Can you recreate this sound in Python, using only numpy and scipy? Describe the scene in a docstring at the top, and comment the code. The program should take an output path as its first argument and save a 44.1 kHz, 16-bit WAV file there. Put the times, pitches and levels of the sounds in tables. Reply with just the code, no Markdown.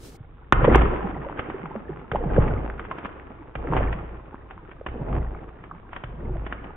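"""A water balloon bounces five times on a wooden floor, in slow motion: deep and drawn out.
Each landing is a rubber slap and a falling gurgle of trapped air. The water booms on the boards,
churns and throws spray, swelling until the balloon is flattest, then fading. In the air, bubbles
gulp and drops tick against the skin. A bare room answers, over a faint low rumble;
a brief soft hiss opens the scene."""
import sys
import numpy as np
from scipy import signal
from scipy.fft import rfft, irfft, next_fast_len
from scipy.io import wavfile
from scipy.ndimage import uniform_filter1d, map_coordinates

SR = 44100
rng = np.random.default_rng(int(sys.argv[2]) if len(sys.argv) > 2 else 0)


def persist_wave(psi):
    """Save psi, clipped to +-1, as 16-bit WAV."""
    counts = np.round(np.clip(psi, -1, 1) * 32767).astype(np.int16)
    wavfile.write(sys.argv[1], SR, np.atleast_2d(counts).T)


N = 298116
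TIME_S = np.arange(N) / SR


def amp(db):
    return 10 ** (np.asarray(db) / 20)


def unit_rms(x):
    return x / np.sqrt(np.mean(x ** 2) + 1e-20)


def along(points, hz):
    """Interpolate (Hz, value) points on a log frequency axis."""
    knots_hz, values = np.transpose(points)
    return np.interp(np.log(hz + 1), np.log(knots_hz + 1), values)


def filtered(x, response):
    """Apply the frequency response response(hz)."""
    size = next_fast_len(x.shape[-1] + SR // 4)
    return irfft(rfft(x, size) * response(np.fft.rfftfreq(size, 1 / SR)), size)[..., :x.shape[-1]]


def add(track, start_s, sound):
    """Mix a sound into a track."""
    part = track[..., max(round(start_s * SR), 0):][..., :sound.shape[-1]]
    part += sound[..., :part.shape[-1]]


def noise(size=N):
    """Two independent white noises."""
    return rng.standard_normal((2, size))


def wobble(rate_hz, size=N):
    """Smooth random curve, rate_hz knots a second."""
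    knots = rng.standard_normal(int(size * rate_hz / SR) + 4)
    return map_coordinates(knots, [np.arange(size) * rate_hz / SR])


def swell(t, peak_s):
    """Rounded rise to 1 at peak_s, then exponential fall."""
    return (t / peak_s * np.exp(1 - t / peak_s)) ** 2


def grains(rate_hz, spread_db, wash_db):
    """Tiny impacts of uneven size on a smooth wash."""
    sizes = amp(spread_db * np.clip(rng.standard_normal(N), -2, 2))
    struck = rng.random(N) < rate_hz / SR
    return unit_rms(sizes * struck * noise()) + amp(wash_db) * noise()


def steadied(x, window_s):
    """Even out slow swells."""
    power = uniform_filter1d(np.mean(x ** 2, 0), int(window_s * SR))
    return x / np.sqrt(np.abs(power) + 1e-9)


# Left-right likeness: (frequency [Hz], correlation [0..1])
COHERENCE = [(50, 0.85), (125, 0.88), (250, 0.99), (500, .5), (1000, 0.36), (3000, 0.24)]
def coloured(pair, spectrum):
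    """Shape two independent signals into stereo of rms 1, alike in the bass."""
    def response(hz):
        angle = np.arccos(np.clip(along(COHERENCE, hz), -1, 1)) / 2
        return amp(along(spectrum, hz)) * [np.cos(angle), np.sin(angle)]
    mid, side = filtered(pair, response)
    return unit_rms(np.array([mid + side, mid - side]))


# Hiss spectrum: (frequency [Hz], relative density [dB])
HISS_SPECTRUM = [(100, 2), (250, 18), (450, 15), (900, -10), (2500, -3.5), (5500, -2), (9000, -5),
                 (15000, -12.5)]
# Hiss envelope: (time [s], level [dB])
HISS_ENVELOPE = [(0, -55), (.055, -44), (.095, -48), (.11, -53), (.165, -53.5), (.19, -120)]
def hiss():
    """Soft bright hiss, over before the first landing."""
    level_db = np.interp(TIME_S, *np.transpose(HISS_ENVELOPE))
    return amp(level_db) * coloured(noise(), HISS_SPECTRUM)


def rumble():
    """The room's own faint low rumble."""
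    spectrum_hz_db = [(15, -12.0), (33, 6.5), (55, -11.5), (85, 4.0), (130, -4.5), (250, -35.5)]
    return amp(-51.5) * coloured(noise(), spectrum_hz_db)


def bubble(start_hz, end_hz, glide_s, unrest):
    """Air rings briefly and glides; pitch and strength tremble as the water squeezes it."""
    t = np.arange(int(3 * glide_s * SR)) / SR
    hz = start_hz * (end_hz / start_hz) ** np.minimum(t / glide_s, 1)
    hz *= 1 + unrest * wobble(start_hz / 3, len(t))
    tremble = 1 + 6 * unrest * wobble(start_hz / 1.4, len(t))
    return tremble * swell(t, 0.27 * glide_s) * np.sin(2 * np.pi * np.cumsum(hz) / SR)


# Largest air pockets, in the water and under the skin:
# (time [s], level [dB], start pitch [Hz], glide [s])
AIR_POCKETS = [(0.202, -33.5, 142, 0.027), (.625, -16, 144, 0.031), (0.644, -12, 594, 0.015),
               (.6783, -4, 485, 0.012), (0.683, -9.5, 345, .017), (0.756, -9, 412, 0.012),
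               (1.037, -24, 211.6, 0.05), (1.165, -32.5, 160, 0.09), (1.26, -30, 583, 0.034),
               (1.541, -26, 400, 0.024), (1.628, -32.5, 187.6, 0.073), (1.709, -33.5, 886, 0.02),
               (1.753, -24, 607, 0.0084), (1.755, -28.5, 230, 0.057), (1.891, -24, 389, 0.024),
               (1.892, -34, 169, .1), (2.133, -17.5, 501, 0.014), (2.148, -16, 610, .009),
               (2.156, -21, 858, 0.015), (2.3795, -10, 453, 0.012), (2.385, -7.5, 134.5, 0.02),
               (2.907, -31, 1006, 0.037), (3.387, -39, 336, 0.071), (3.805, -19.5, 617, 0.011),
               (4.342, -24.5, 313, 0.007), (4.812, -28.5, 518, 0.007), (5.711, -28, 1130, 0.013),
               (6.226, -35, 535, .021), (6.286, -34, 383.5, 0.12), (6.354, -32.5, 685, .017)]
def gulps(pockets, steady_hz=1010, sag_per_octave=0.12):
    """Large air pockets ring right of centre; the deeper they are, the more their pitch sags."""
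    out = np.zeros(N)
    for start_s, db, hz, glide_s in pockets:
        end_hz = hz * (1 - sag_per_octave * np.log2(steady_hz / hz))
        add(out, start_s, amp(db) * bubble(hz, end_hz, glide_s, unrest=0.056))
    return out * amp([[-1.1], [1.1]])


# Room decay: (frequency [Hz], T60 [s])
ROOM_T60 = [(60, 0.73), (300, 1.3), (1200, 1.18), (3500, 0.79)]
def room(x):
    """Bare walls answer late and long, differently at each ear."""
    hz, t, spectra = signal.stft(noise(SR + SR // 2), SR, nperseg=256)
    decay = amp(-60 * t / along(ROOM_T60, hz)[:, None])
    onset = 1 - np.exp(-t / 0.0045)
    _, tail = signal.istft(spectra * decay * onset, SR, nperseg=256)
    return signal.fftconvolve(x, tail / np.linalg.norm(tail[0]), axes=1)[:, :N]


# Splash and droplet spectrum: (frequency [Hz], relative density [dB])
SPATTER_SPECTRUM = [(100, 1), (400, 0.5), (1200, -2), (2200, -5), (3200, -13.5), (4000, -32.5)]
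# Skin meets floor:
# (time [s], slap [dB], slap pitch [Hz], splash [dB], thump [dB], left-right [dB], boom jolt [dB])
TOUCHDOWNS = [(0.524, 2.5, 1212, -10.5, -21, 0.5, -15), (2.1155, -18.5, 1500, -24, -24, -0.5, -26.5),
              (3.553, -28, 1204, -27.5, -31, -1, -26.5), (4.863, -24, 844, -26.5, -43, -1, -29),
              (6.037, -23, 878, -29.5, -29, -1.5, -31.5)]
def landings():
    """A slap of squeezed air, a splash as the skin spreads, a low push into the boards."""
    out, t = np.zeros((2, N)), np.arange(SR // 5) / SR
    for touch_s, slap_db, hz, splash_db, thump_db, pan_db, _ in TOUCHDOWNS:
        slap = amp(slap_db) * swell(t, 0.00066) * np.sin(2 * np.pi * hz * t)
        splash = amp(splash_db) * np.sqrt(swell(t, 0.0027)) * coloured(noise(len(t)), SPATTER_SPECTRUM)
        thump = amp(thump_db) * swell(t, 0.008) * np.sin(2 * np.pi * 125 * t)
        add(out, touch_s, (slap + splash + thump) * amp([[pan_db / 2], [-pan_db / 2]]))
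    return out


# Bright snaps: (time [s], level [dB], cutoff [Hz])
BRIGHT_SNAPS = [(0.5242, -26, 6960), (0.758, -26, 7880), (2.985, -48, 3180), (3.066, -45, 3000),
                (3.927, -44, 3030)]
def snaps():
    """Very short bright snaps: overload crackle on the two loudest hits, plus three faint high ticks."""
    out, t = np.zeros((2, N)), np.arange(SR // 50) / SR
    for start_s, db, cutoff_hz in BRIGHT_SNAPS:
        burst = filtered(noise(len(t)), lambda hz: 1 / (1 + (hz / cutoff_hz) ** 4))
        add(out, start_s, amp(db) * swell(t, 0.00045) * unit_rms(burst))
    return out


# Balloon at its flattest: (time [s], boom [dB], churn [dB], spray [dB], lingering slosh base [dB])
SQUASH_PEAKS = [(0.735, -15, -21, -28.5, -35), (2.404, -15.5, -24, -34, -40.5),
                (3.787, -19, -27.5, -35.5, -47), (5.134, -23.5, -29.5, -42, -48.5),
                (6.3, -22, -38, -51, -44)]
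def water_gains():
    """Each bounce drives boom, churn and spray; the boom hardly lingers in the air."""
    _, boom_db, churn_db, spray_db, _ = np.transpose(SQUASH_PEAKS)
    boom_gain = bounce_gain(boom_db, jolts_db=np.transpose(TOUCHDOWNS)[-1],
                            rise_db_per_s=150, fall_db_per_s=62, linger_trim_db=-25, rest_db=-49)
    churn_gain = bounce_gain(churn_db, jolts_db=churn_db - 7.5, lead_s=0.019,
                             rise_db_per_s=74, fall_db_per_s=54, linger_trim_db=-2, rest_db=-55.5)
    spray_gain = bounce_gain(spray_db, jolts_db=spray_db - 12,
                             rise_db_per_s=94, fall_db_per_s=60, linger_trim_db=-8.5, rest_db=-61)
    return boom_gain, churn_gain, spray_gain


def bounce_gain(peaks_db, jolts_db, rise_db_per_s, fall_db_per_s, linger_trim_db, rest_db, lead_s=0):
    """A jolt at the touch, a swell peaking lead_s before the squash, a fall, then slosh in the air."""
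    grip_s, calm_s = 0.045, 1.25  # for the water to feel the floor; to settle in the air
    power = amp(rest_db) ** 2
    bounces = zip(TOUCHDOWNS, SQUASH_PEAKS, jolts_db, peaks_db)
    for (touch_s, *_), (squash_s, *_, linger_db), jolt_db, peak_db in bounces:
        since_touch_s = np.maximum(TIME_S - touch_s, 0)
        since_peak_s = TIME_S - squash_s + lead_s
        jolt_fall_db = jolt_db - fall_db_per_s * since_touch_s
        swell_db = peak_db + np.minimum(rise_db_per_s * since_peak_s, -fall_db_per_s * since_peak_s)
        push = np.minimum(since_touch_s / grip_s, 1) * amp(np.maximum(jolt_fall_db, swell_db))
        settling = (since_peak_s > 0) * np.exp(-(since_peak_s / calm_s) ** 2)
        linger = amp(linger_db + linger_trim_db) * settling
        power = power + push ** 2 + linger ** 2
    return np.sqrt(power)


# Modes of floor and water mass: (frequency [Hz], width [Hz], relative level [dB])
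BOOM_MODES = [(25.6, 11, -8), (54.4, 7.8, -3), (100.1, 60, -9.5)]
def boom():
    """Low resonances, kept ringing by the heaving water, drift in strength and phase."""
    out = np.zeros(N)
    for hz, width_hz, db in BOOM_MODES:
        strength = amp(db + 3.2 * wobble(rate_hz=10))
        out += strength * np.sin(2 * np.pi * hz * TIME_S + 1.84 * wobble(width_hz))
    return unit_rms(out)


def plips(centre_hz, octaves, cycles, spread_db, count):
    """Small bubbles of random pitch, strength and side, the low ones louder; rms 1."""
    out = np.zeros((2, N))
    starts_s = rng.random(count) * N / SR
    for start_s, (pitch, strength, side) in zip(starts_s, rng.uniform(-1.013, 1, (count, 3))):
        hz = centre_hz * 2 ** (octaves * pitch)
        db = spread_db * strength - 3 * pitch
        pan_db = side * np.array([[1.1], [-1.1]])
        add(out, start_s, amp(db + pan_db) * bubble(hz, 0.912 * hz, cycles / hz, unrest=0.0094))
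    return unit_rms(out)


# Churn spectrum: (frequency [Hz], relative density [dB])
CHURN_SPECTRUM = [(30, -22.5), (70, -5), (110, -7), (145, -1), (210, -4), (340, -0.5), (430, -1.5),
                  (600, -7.5), (850, -7.5), (1200, -22), (2500, -52)]
def churn():
    """The water mass churns and carries small bubbles, slightly right of centre."""
    wash = coloured(grains(rate_hz=300, spread_db=1, wash_db=0), CHURN_SPECTRUM)
    bubbles = plips(centre_hz=333, octaves=1.216, cycles=10.7, spread_db=5, count=200)
    return (steadied(wash, window_s=0.24) + amp(-6.5) * bubbles) * amp([[-0.4], [0.4]])


# Spray spectrum: (frequency [Hz], relative density [dB])
SPRAY_SPECTRUM = [(400, -52), (800, -2), (1100, 6.5), (1500, 2.5), (2000, -4), (2700, -9.5), (3400, -20),
                  (4000, -34.5)]
def spray():
    """Spray patters against the skin and carries tiny bubbles."""
    patter = coloured(grains(rate_hz=140, spread_db=2.5, wash_db=1), SPRAY_SPECTRUM)
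    bubbles = plips(centre_hz=1356, octaves=0.8, cycles=20, spread_db=3.5, count=190)
    return steadied(patter, window_s=0.2) + amp(-5.5) * bubbles


# Gurgle per landing: (delay after touch [s], level re churn [dB], start pitch [Hz], glide [s])
GURGLE_STEPS = [(0.089, -3.5, 508.6, 0.032), (0.141, 3.5, 161.3, 0.042)]
def gurgles():
    """Air trapped under the spreading skin gurgles downward in two steps."""
    return gulps([(touch_s + delay_s, churn_db + db, hz, glide_s)
                  for (touch_s, *_), (_, _, churn_db, *_) in zip(TOUCHDOWNS, SQUASH_PEAKS)
                  for delay_s, db, hz, glide_s in GURGLE_STEPS])


# Clearest flicks of drops, folds and knot on the skin:
# (time [s], level [dB], pitch [Hz], spatter re level [dB])
SKIN_FLICKS = [(0.644, -8.5, 956, -9), (0.65, -11.5, 940, -8), (0.746, -10.5, 923, 0.5),
               (0.755, -4.5, 930, -12), (0.817, -18, 930, -1.5), (0.858, -17, 1076, -23.5),
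               (1.007, -24.5, 1310, -24), (1.297, -22, 851, -18), (1.327, -26.5, 1166, -22.5),
               (1.393, -17, 1210, -3), (1.5, -19, 923, -11), (1.657, -23, 1170, -14), (1.994, -39, 964, -2),
               (2.157, -16, 850, -13), (2.343, -28.5, 1366, -5), (2.7, -21.5, 1510, -19),
               (2.795, -20, 1250, -11), (2.851, -33, 1300, -1.5), (2.913, -20, 1180, -9),
               (2.984, -27, 937, -3.5), (3.048, -25.5, 1090, -2), (3.056, -23, 1150, -5),
               (3.198, -31, 1820, -17), (3.673, -25, 1520, -19.5), (3.724, -15.5, 920, -22.5),
               (3.735, -12, 1045, -19.5), (3.766, -12, 840, -11.5), (3.773, -18, 851, -3.5),
               (3.928, -26.5, 1420, 1), (4.344, -27.5, 1010, -28.5), (4.509, -29.5, 1356, -7),
               (4.578, -32, 1160, -22), (4.714, -35.5, 1240, -2), (4.886, -31, 1340, -4.5),
               (5.349, -29, 1140, -23), (5.639, -33, 1050, -5), (5.931, -26, 1023, -5.5),
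               (5.963, -27, 1304, -0.5), (6.465, -25.5, 1500, -4), (6.525, -17.5, 1480, -10),
               (6.642, -33.5, 940, -2.5)]
def ticks(flicks, gather_db=-12.5, gather_s=0.013, scatter_t60_s=0.052):
    """A fold rustles as it gathers, its flick rings the damped skin, scattered droplets follow."""
    out, t = np.zeros((2, N)), np.arange(-SR // 20, SR // 10) / SR
    after_s = np.maximum(t, 0)
    gather = amp(gather_db) * np.exp(-np.abs(t) / gather_s)
    scatter = amp(-60 * after_s / scatter_t60_s) * (1 - np.exp(-after_s / 0.00034))
    for flick_s, db, hz, spatter_db in flicks:
        ring = swell(after_s, 0.84 / hz) * np.sin(2 * np.pi * hz * after_s)
        spatter = np.maximum(gather, scatter) * coloured(noise(len(t)), SPATTER_SPECTRUM)
        add(out, flick_s + t[0], amp(db) * (ring + amp(spatter_db) * spatter))
    return out


def stray_ticks(spray_gain, count=80, over_spray_db=5, spread_db=6,
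                centre_hz=1200, octaves=0.35, spatter_db=-6.5):
    """Lesser random flicks from the first landing on, as strong as the spray allows."""
    jitter, strength, pitch = rng.random((count, 3)).T
    first_s = TOUCHDOWNS[0][0]
    times_s = first_s + (N / SR - first_s) * (np.arange(count) + jitter) / count
    spray_db = 20 * np.log10(spray_gain[(times_s * SR).astype(int)])
    db = spray_db + over_spray_db + spread_db * (2 * strength - 1)
    hz = centre_hz * 2 ** (octaves * (2 * pitch - 1))
    return ticks([(*row, spatter_db) for row in zip(times_s, db, hz)])


def scene(left_delay_s=5e-5, overload=0.9, slow_top_hz=3750):
    """The balloon is nearer the right ear; slow motion strips the treble, except snaps and hiss."""
    boom_gain, churn_gain, spray_gain = water_gains()
    lumps = amp(1.5 * wobble(rate_hz=45))  # the water moves unevenly
    water = lumps * (churn_gain * churn() + spray_gain * spray()) + boom_gain * boom()
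    hits = landings() + ticks(SKIN_FLICKS) + stray_ticks(spray_gain)
    bubbles = gulps(AIR_POCKETS) + gurgles()
    reverb = room(amp(-9) * hits + amp(-11.5) * bubbles)
    mix = hits + bubbles + water + reverb + rumble()
    mix = filtered(mix, lambda hz: np.exp(-2j * np.pi * hz * np.array([[left_delay_s], [0]])))
    rounded = mix / (1 + np.abs(mix / overload) ** 6) ** (1 / 6)  # hard peaks overload the microphone
    dulled = filtered(rounded, lambda hz: 1 / np.sqrt(1 + (hz / slow_top_hz) ** 60))
    return dulled + snaps() + hiss() + amp(-101) * noise()


def record(dry):
    """Band limit: nothing passes above top_hz."""
    top_hz = 15700
    return filtered(dry, lambda hz: hz < top_hz)


dry = scene()
out = record(dry)
persist_wave(out)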